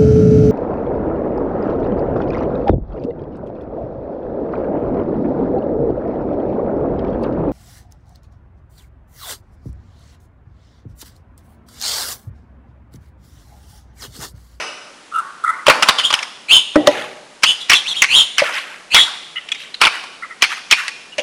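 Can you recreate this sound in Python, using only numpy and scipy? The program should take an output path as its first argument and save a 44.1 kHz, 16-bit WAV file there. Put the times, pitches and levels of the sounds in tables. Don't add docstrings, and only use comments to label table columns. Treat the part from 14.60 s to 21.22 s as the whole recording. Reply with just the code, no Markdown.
import sys
import numpy as np
from scipy import signal
from scipy.fft import rfft, irfft, next_fast_len
from scipy.io import wavfile
from scipy.ndimage import uniform_filter1d

SR = 44100
rng = np.random.default_rng(int(sys.argv[2]) if len(sys.argv) > 2 else 0)


def dump_mix(stems):
    frames = np.atleast_2d(stems).T
    limited = np.clip(frames, -1, 1)
    pcm = np.round(limited * 32767).astype(np.int16)
    wavfile.write(sys.argv[1], SR, pcm)


N = 291942
LEAD = SR // 4
TIME = np.arange(-LEAD, N) / SR
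SIZE = len(TIME)


def from_db(db):
    return 10 ** (np.asarray(db) / 20)


def unit_rms(x):
    return x / np.sqrt(np.mean(x ** 2) + 1e-20)


def white():
    return rng.standard_normal(SIZE)


def filtered(x, kind, hz, order=2):
    sections = signal.butter(order, np.clip(hz, 10, .45 * SR), kind, fs=SR, output="sos")
    return signal.sosfilt(sections, x + 1e-18)


def coloured(x, points):
    hz, db = np.transpose(points)
    size = next_fast_len(len(x), True)
    bins_hz = np.maximum(np.fft.rfftfreq(size, 1 / SR), 1)
    gain = from_db(np.interp(np.log(bins_hz), np.log(hz), db))
    return irfft(rfft(x, size) * gain, size)[:len(x)]


def drift(rate_hz):
    step = 8
    slow = unit_rms(filtered(rng.standard_normal(SIZE // step + 2), "low", step * rate_hz))
    return np.interp(np.arange(SIZE) / step, np.arange(len(slow)), slow)


def mode(force, hz, t60_s):
    decay, angle = from_db(-60 / (t60_s * SR)), 2 * np.pi * hz / SR
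    return signal.lfilter([0, np.sin(angle)], [1, -2 * decay * np.cos(angle), decay ** 2], force + 1e-18)


def add(track, at, sound):
    track[at:at + len(sound)] += sound[:SIZE - at]


def latest_event(rows):
    starts_s, *columns = np.transpose(rows)
    latest = np.maximum(np.searchsorted(starts_s, TIME) - 1, 0)
    return [TIME - starts_s[latest]] + [column[latest] for column in columns]


def contact(start_s, hold_s, release_s, attack_s=0.0011):
    t = np.arange(SR // 8) / SR
    envelope = (1 - np.exp(-t / attack_s)) * np.exp(-np.maximum(t - hold_s, 0) / release_s)
    return LEAD + round(start_s * SR), envelope


def drag(age_s, rise_s, hold_s, swell_power, fade_db_per_s, edge_s):
    speed = np.clip(age_s / rise_s, 0, 1)
    fade = from_db(-fade_db_per_s * np.maximum(age_s - rise_s - hold_s, 0))
    return speed, uniform_filter1d(speed ** swell_power * fade, int(edge_s * SR) + 1)


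def still_air(level_db=-45):
    # frequency_hz, relative_density_db
    air_spectrum = [(30, -9), (100, -10.5), (180, 2.5), (500, 2.5), (1200, 1.5), (3000, -1), (6000, -6.5),
                    (10500, -12), (12500, -40)]
    return from_db(level_db) * unit_rms(coloured(white(), air_spectrum))


def yard_tail(x, high_t60_s=0.95, low_t60_s=0.98, split_hz=450, build_s=0.0023, blur_hz=220):
    # frequency_hz, gain_db
    tail_spectrum = [(40, -23), (120, -8.5), (220, -3.5), (600, 2.5), (1300, 0), (3200, -1), (4400, 3),
                     (6800, 1.5), (10500, 2), (12500, -11.5)]
    analytic = signal.hilbert(x, next_fast_len(SIZE))[:SIZE]
    blurred = np.real(analytic * (drift(blur_hz) + 1j * drift(blur_hz))) / np.sqrt(2)
    t = np.arange(3 * SR // 2) / SR
    noise = coloured(rng.standard_normal(len(t)), tail_spectrum)
    bass = filtered(noise, "low", split_hz, order=1)
    response = bass * from_db(-60 * t / low_t60_s) + (noise - bass) * from_db(-60 * t / high_t60_s)
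    response *= 1 - np.exp(-t / build_s)
    return signal.fftconvolve(blurred, response / np.sqrt(SR / 20))[:SIZE]


def batter_slops(bubbles_per_s=3000, ring_cycles=20, spread_octaves=0.442, fall_octaves=0.096,
                 size_spread_db=3, spray_db=-15):
    # peak_s, half_length_s, level_db, pitch_hz
    slops = [(-.05, 0.022, -20, 1970), (1.122, .031, -18, 1710), (1.274, 0.045, -25, 1376),
             (1.563, 0.05, -28.5, 1392), (2.359, 0.073, -26.5, 2425), (3.861, .036, -19.5, 1947),
             (3.964, 0.025, -20, 2530), (4.113, .06, -36, 2155), (4.472, .027, -28, 1580),
             (5.016, 0.029, -33.5, 3100), (5.345, 0.026, -26.5, 1950), (5.919, 0.017, -21.5, 2115),
             (6.193, 0.024, -21, 2002)]
    backwash = [(peak_s + 0.05, 1.6 * half_s, db - 10, hz) for peak_s, half_s, db, hz in slops]
    out, t = np.zeros(SIZE), np.arange(SR // 80) / SR
    for peak_s, half_s, level_db, pitch_hz in slops + backwash:
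        count = int(2 * half_s * bubbles_per_s) + 1
        lateness, detune, size = rng.standard_normal((count, 3)).T
        octaves = spread_octaves * detune - fall_octaves * lateness
        bubble_hz = np.clip(pitch_hz * 2 ** octaves, 300, 10000)[:, None]
        damping = np.log(1000) * bubble_hz * t / ring_cycles
        amplitudes = from_db(size_spread_db * size - lateness ** 2)[:, None]
        bubbles = amplitudes * np.sin(2 * np.pi * bubble_hz * t) * damping * np.exp(-damping)
        starts = np.maximum(LEAD + ((peak_s + .75 * half_s * lateness) * SR).astype(int), 0)
        samples = starts[:, None] - starts.min() + np.arange(len(t))
        cloud = np.bincount(samples.ravel(), bubbles.ravel())
        cloud *= np.sqrt(2 * half_s * SR / np.sum(cloud ** 2))
        add(out, starts.min(), from_db(level_db) * cloud)
    spray = out * unit_rms(filtered(white(), "band", [2250, 9000], order=1))
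    return filtered(out + from_db(spray_db) * spray, "high", hz=600)


def wall_rubs(slips_per_s=125, low_hz=1335, low_t60_s=0.0057, high_hz=2050, high_t60_s=0.018,
              hiss_db=-25):
    # start_s, rise_s, hold_s, level_db, upper_mode_db
    rubs = [(.516, 0.053, 0.034, -18, -45), (.838, 0.0096, 0.0018, -10.5, -30),
            (.857, 0.018, 0.033, -14.5, -10), (.925, 0.011, .012, -29, -0.5),
            (.985, 0.01, 0.0087, -32.5, -3), (4.757, 0.0056, 0.024, -38.5, 12),
            (5.622, 0.0039, 0.023, -25, -3.5), (5.695, 0.014, 0.019, -39, 5)]
    # frequency_hz, relative_density_db
    hiss_spectrum = [(300, -2), (2400, -56), (3400, 10), (4500, -5), (7800, 1), (8700, 8), (9700, -8),
                     (11000, 8.5), (13000, -62)]
    age_s, rise_s, hold_s, level_db, upper_mode_db = latest_event(rubs)
    _, strength = drag(age_s, rise_s, hold_s, swell_power=0.62, fade_db_per_s=1300, edge_s=0.0032)
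    slip_count = np.floor(np.cumsum(slips_per_s * from_db(6.5 * drift(80))) / SR)
    force = np.diff(slip_count, prepend=0) * from_db(2.0 * white()) + 0.093 * white()
    low = unit_rms(filtered(mode(force, low_hz, low_t60_s), "band", [0.932 * low_hz, 1.03 * low_hz]))
    high = unit_rms(filtered(mode(force, high_hz, high_t60_s), "band", [0.87 * high_hz, 1.01 * high_hz]))
    hiss = from_db(hiss_db) * unit_rms(coloured(white() * np.abs(low), hiss_spectrum))
    return strength * from_db(level_db) * (low + from_db(upper_mode_db) * high + hiss)


def squeal(hz, jitter, flutter_db=3.5):
    phase = 2 * np.pi * np.cumsum(hz * (1 + jitter * drift(264.3))) / SR
    return unit_rms(np.sin(phase) * from_db(flutter_db * drift(260)))


def wire_chirps():
    # start_s, hold_s, pitch_hz, level_db
    chirps = [(0.539, 0.062, 2810, -39.5), (4.76, 0.023, 2930, -22.5), (4.917, 0.0066, 3387, -14),
              (4.92, 0.0031, 2460, -19.5), (5.141, 0.0056, 4050, -22), (6.521, 0.021, 2890, -34.5)]
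    out = np.zeros(SIZE)
    for start_s, hold_s, pitch_hz, level_db in chirps:
        at, envelope = contact(start_s, hold_s, release_s=0.0033)
        add(out, at, from_db(level_db) * envelope * squeal(pitch_hz, jitter=0.023)[:len(envelope)])
    return out


def wire_squeaks(jitter=0.03, overtone_jitter=.022, slow_jitter=0.043, scrape_db=-22, sag_s=.065):
    # start_s, rise_s, hold_s, top_hz, glide_octaves, sag_hz_per_s, level_db
    squeaks = [(1.382, 0.0023, 0.0053, 3090, .03, -4, -7.5), (1.426, .024, 0.0066, 3220, .25, 3.5, -5.5),
               (1.88, .045, 0.045, 3085, 0.34, 98, 0.5), (2.838, 0.035, 0.037, 3040, .3, 601, -5.5),
               (3.002, 0.0054, .012, 3430, .02, 997, -20), (3.143, .006, 0.019, 3590, .02, 6494, -6),
               (3.24, .045, 0.041, 3687, 0.77, 6991, -13.5), (3.335, 0.032, 0.029, 3280, .42, 2511, -14.5),
               (3.472, 0.089, 0.046, 3290, .48, 1998.5, -0.5), (4.3, 0.06, 0.061, 3383, .45, 594, -2.5)]
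    # pitch_ratio, level_db
    partials = [(1, -6.5), (1.131, -13.5)]
    # pitch_ratio, level_db
    overtones = [(1.678, -19), (2.16, -30.5), (2.872, -34.5)]
    # frequency_hz, gain_db
    steel_response = [(150, 1), (600, 1.5), (1000, 9.5), (1500, 5), (3300, -15), (4300, 8), (4800, -5),
                      (5400, -14), (6000, -1.5), (6800, 6.5), (7800, 1.5), (9000, 6), (10000, -1),
                      (13000, -6)]
    age_s, rise_s, hold_s, top_hz, glide_octaves, sag_hz_per_s, level_db = latest_event(squeaks)
    speed, strength = drag(age_s, rise_s, hold_s, swell_power=1.36, fade_db_per_s=352, edge_s=0.005)
    hz = top_hz * 2 ** (glide_octaves * (speed ** 2 - 1))
    hz -= sag_hz_per_s * np.clip(age_s - rise_s, 0, sag_s)
    stutter = slow_jitter * (1 - speed)
    tone = sum(from_db(db) * squeal(ratio * hz, jitter + stutter) for ratio, db in partials)
    upper = sum(from_db(db) * squeal(ratio * hz, overtone_jitter + stutter) for ratio, db in overtones)
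    scrape = from_db(scrape_db) * white()
    return strength * from_db(level_db) * (tone + coloured(upper + scrape, steel_response))


def bowl_knocks(judder_db=-27):
    # start_s, level_db, lowest_mode_db, judder_s
    knocks = [(-.025, -8.5, -29, 0.0094), (1.081, 4, -18, 0.0026), (2.157, -1.5, 1, 0.023),
              (2.272, 1.5, -10, 0.013), (3.819, -3.5, -24, 0.0041), (6.583, -13, -18, 0.011)]
    # frequency_hz, level_db, t60_s
    bowl_modes = [(297, -3, 0.098), (453, -23, 0.13), (518.9, -7, 0.081), (586.4, 1.5, 0.063),
                  (664, -11, 0.1), (817, -23.5, 0.16), (982, -24, 0.22), (1330, -50, 0.1799),
                  (1750, -39, 0.073), (1935, -16, 0.054)]
    out = np.zeros(SIZE)
    for start_s, level_db, lowest_mode_db, judder_s in knocks:
        at, envelope = contact(start_s, hold_s=0, release_s=judder_s)
        for k, (hz, mode_db, t60_s) in enumerate(bowl_modes):
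            judder = from_db(judder_db) * envelope * rng.standard_normal(len(envelope))
            force = np.pad(judder, (0, SR // 8))
            force[0] = 1
            gain = from_db(level_db + mode_db + lowest_mode_db * (k == 0)) * (-1) ** k
            add(out, at, gain * mode(force, hz, t60_s))
    return filtered(out, "high", 147, order=3)


def wire_impacts(tap_s=0.0005, late_stretch=1.34, late_tips_db=-4):
    # start_s,
    # level_db, depth_db
    taps = [(1.272, -22, 5), (1.503, -9, 5), (1.527, -11, 5), (1.539, -3, -0.5), (1.589, -17, -14),
            (1.627, -13, -1), (2.1564, -18.5, 22), (2.2712, -3.5, 6.5), (4.886, -23, -39),
            (4.918, -13.5, -9), (4.947, -21, -29), (5.143, -22.5, -16), (5.438, -25.5, 7), (6.279, -11, -9)]
    # start_s, wire_count, gap_s, contact_s, first_db, last_db, depth_db
    strokes = [(-0.06, 2, 0.012, 0.013, -3.5, -10.5, 6), (1.0655, 3, .016, 0.0065, -8, 0.5, 7),
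               (1.2235, 2, .006, 0.0084, -4.5, -9, 4), (1.286, 2, .007, 0.0038, 1, -6, 8),
               (1.385, 2, .014, 0.035, -17.5, -33, 3), (2.833, 2, .008, .008, 0, -21, -0.5),
               (3.096, 3, .018, 0.012, -1.5, -3, -3), (3.4191, 2, 0.018, 0.0063, -3, -5.5, -4.5),
               (3.781, 2, .012, 0.01, -7.5, -8, -0.5), (4.344, 3, .016, 0.018, -5, -12, 2.5),
               (5.214, 4, .018, 0.0096, -2.5, -9, 6), (5.821, 2, .013, .012, -4, -9.5, -1),
               (6.111, 2, .012, 0.01, -1, -2, -5.5), (6.581, 2, 0.011, 0.011, -18, -18, -30)]
    impacts = [(start_s, tap_s, level_db, depth_db, 0) for start_s, level_db, depth_db in taps]
    for start_s, wire_count, gap_s, contact_s, first_db, last_db, depth_db in strokes:
        impacts.append((start_s, contact_s, first_db, depth_db, 0))
        for k, db in enumerate(np.linspace(first_db, last_db, round(wire_count))[1:], 1):
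            impacts.append((start_s + k * gap_s, late_stretch * contact_s, db, depth_db, late_tips_db))
    return sorted(impacts)


def wet_resonance(starts_s, low_hz, high_hz, width_hz=160, sag=.4, sag_s=.003):
    centres_hz = low_hz * (high_hz / low_hz) ** rng.beta(2, 2, len(starts_s))
    age_s, centre_hz = latest_event(np.column_stack([starts_s, centres_hz]))
    hz = centre_hz * (1 + sag * np.exp(-np.abs(age_s) / sag_s))
    phase = 2 * np.pi * np.cumsum(hz) / SR
    return unit_rms(drift(width_hz) * np.cos(phase) + drift(width_hz) * np.sin(phase))


def noise_band(low_hz, high_hz):
    return unit_rms(filtered(white(), "band", [low_hz, high_hz]))


def whisk_clacks(graze_db=-22, graze_s=0.013, splash_db=-2, sizzle_db=-11, thud_db=-26, grain_db=3):
    # low_hz, high_hz, level_db, db_per_depth_db
    bands = [(400, 1600, -27, 1.46), (908.6, 1500, -9, 1), (1744, 3200, -1, 0), (3613, 6000, -7.5, 0.11)]
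    _, _, band_db, db_per_depth_db = np.transpose(bands)
    impacts = wire_impacts()
    graze = from_db(graze_db) * np.linspace(0, 1, int(graze_s * SR))
    powers = np.zeros((len(bands), SIZE))
    for start_s, contact_s, level_db, depth_db, tips_db in impacts:
        at, landing = contact(start_s, hold_s=0.29 * contact_s, release_s=0.006 + 0.34 * contact_s)
        envelope = np.concatenate([graze, landing])
        levels_db = level_db + band_db + db_per_depth_db * depth_db
        levels_db[-1] += tips_db
        for power, db in zip(powers, levels_db):
            add(power, at - len(graze), (from_db(db) * envelope) ** 2)
    forces = np.sqrt(powers)
    starts_s = np.array(impacts)[:, 0]
    out = np.zeros(SIZE)
    for force, (low_hz, high_hz, _, _) in zip(forces, bands):
        splash = from_db(splash_db) * noise_band(low_hz, high_hz)
        out += force * unit_rms(splash + wet_resonance(starts_s, low_hz, high_hz))
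    _, wall_force, _, tip_force = forces
    out += tip_force * from_db(sizzle_db) * noise_band(7011, 10003.5)
    out += wall_force * from_db(thud_db) * noise_band(170, 450)
    return out * from_db(grain_db * drift(446))


def scene(slop_db=-1, tail_db=-16, rub_tail_db=4):
    beating = whisk_clacks() + bowl_knocks() + wire_squeaks() + from_db(slop_db) * batter_slops()
    rubs_and_chirps = wall_rubs() + wire_chirps()
    tail = from_db(tail_db) * yard_tail(beating + from_db(rub_tail_db) * rubs_and_chirps)
    return (beating + rubs_and_chirps + tail + still_air())[None, LEAD:]


def record(dry, microphone_hz=11900, stopband_hz=16800):
    clipped = np.clip(filtered(dry, "low", microphone_hz, order=16), -1, 1)
    return signal.sosfilt(signal.cheby2(20, 70, stopband_hz, fs=SR, output="sos"), clipped)


dry = scene()
out = record(dry)
dump_mix(out)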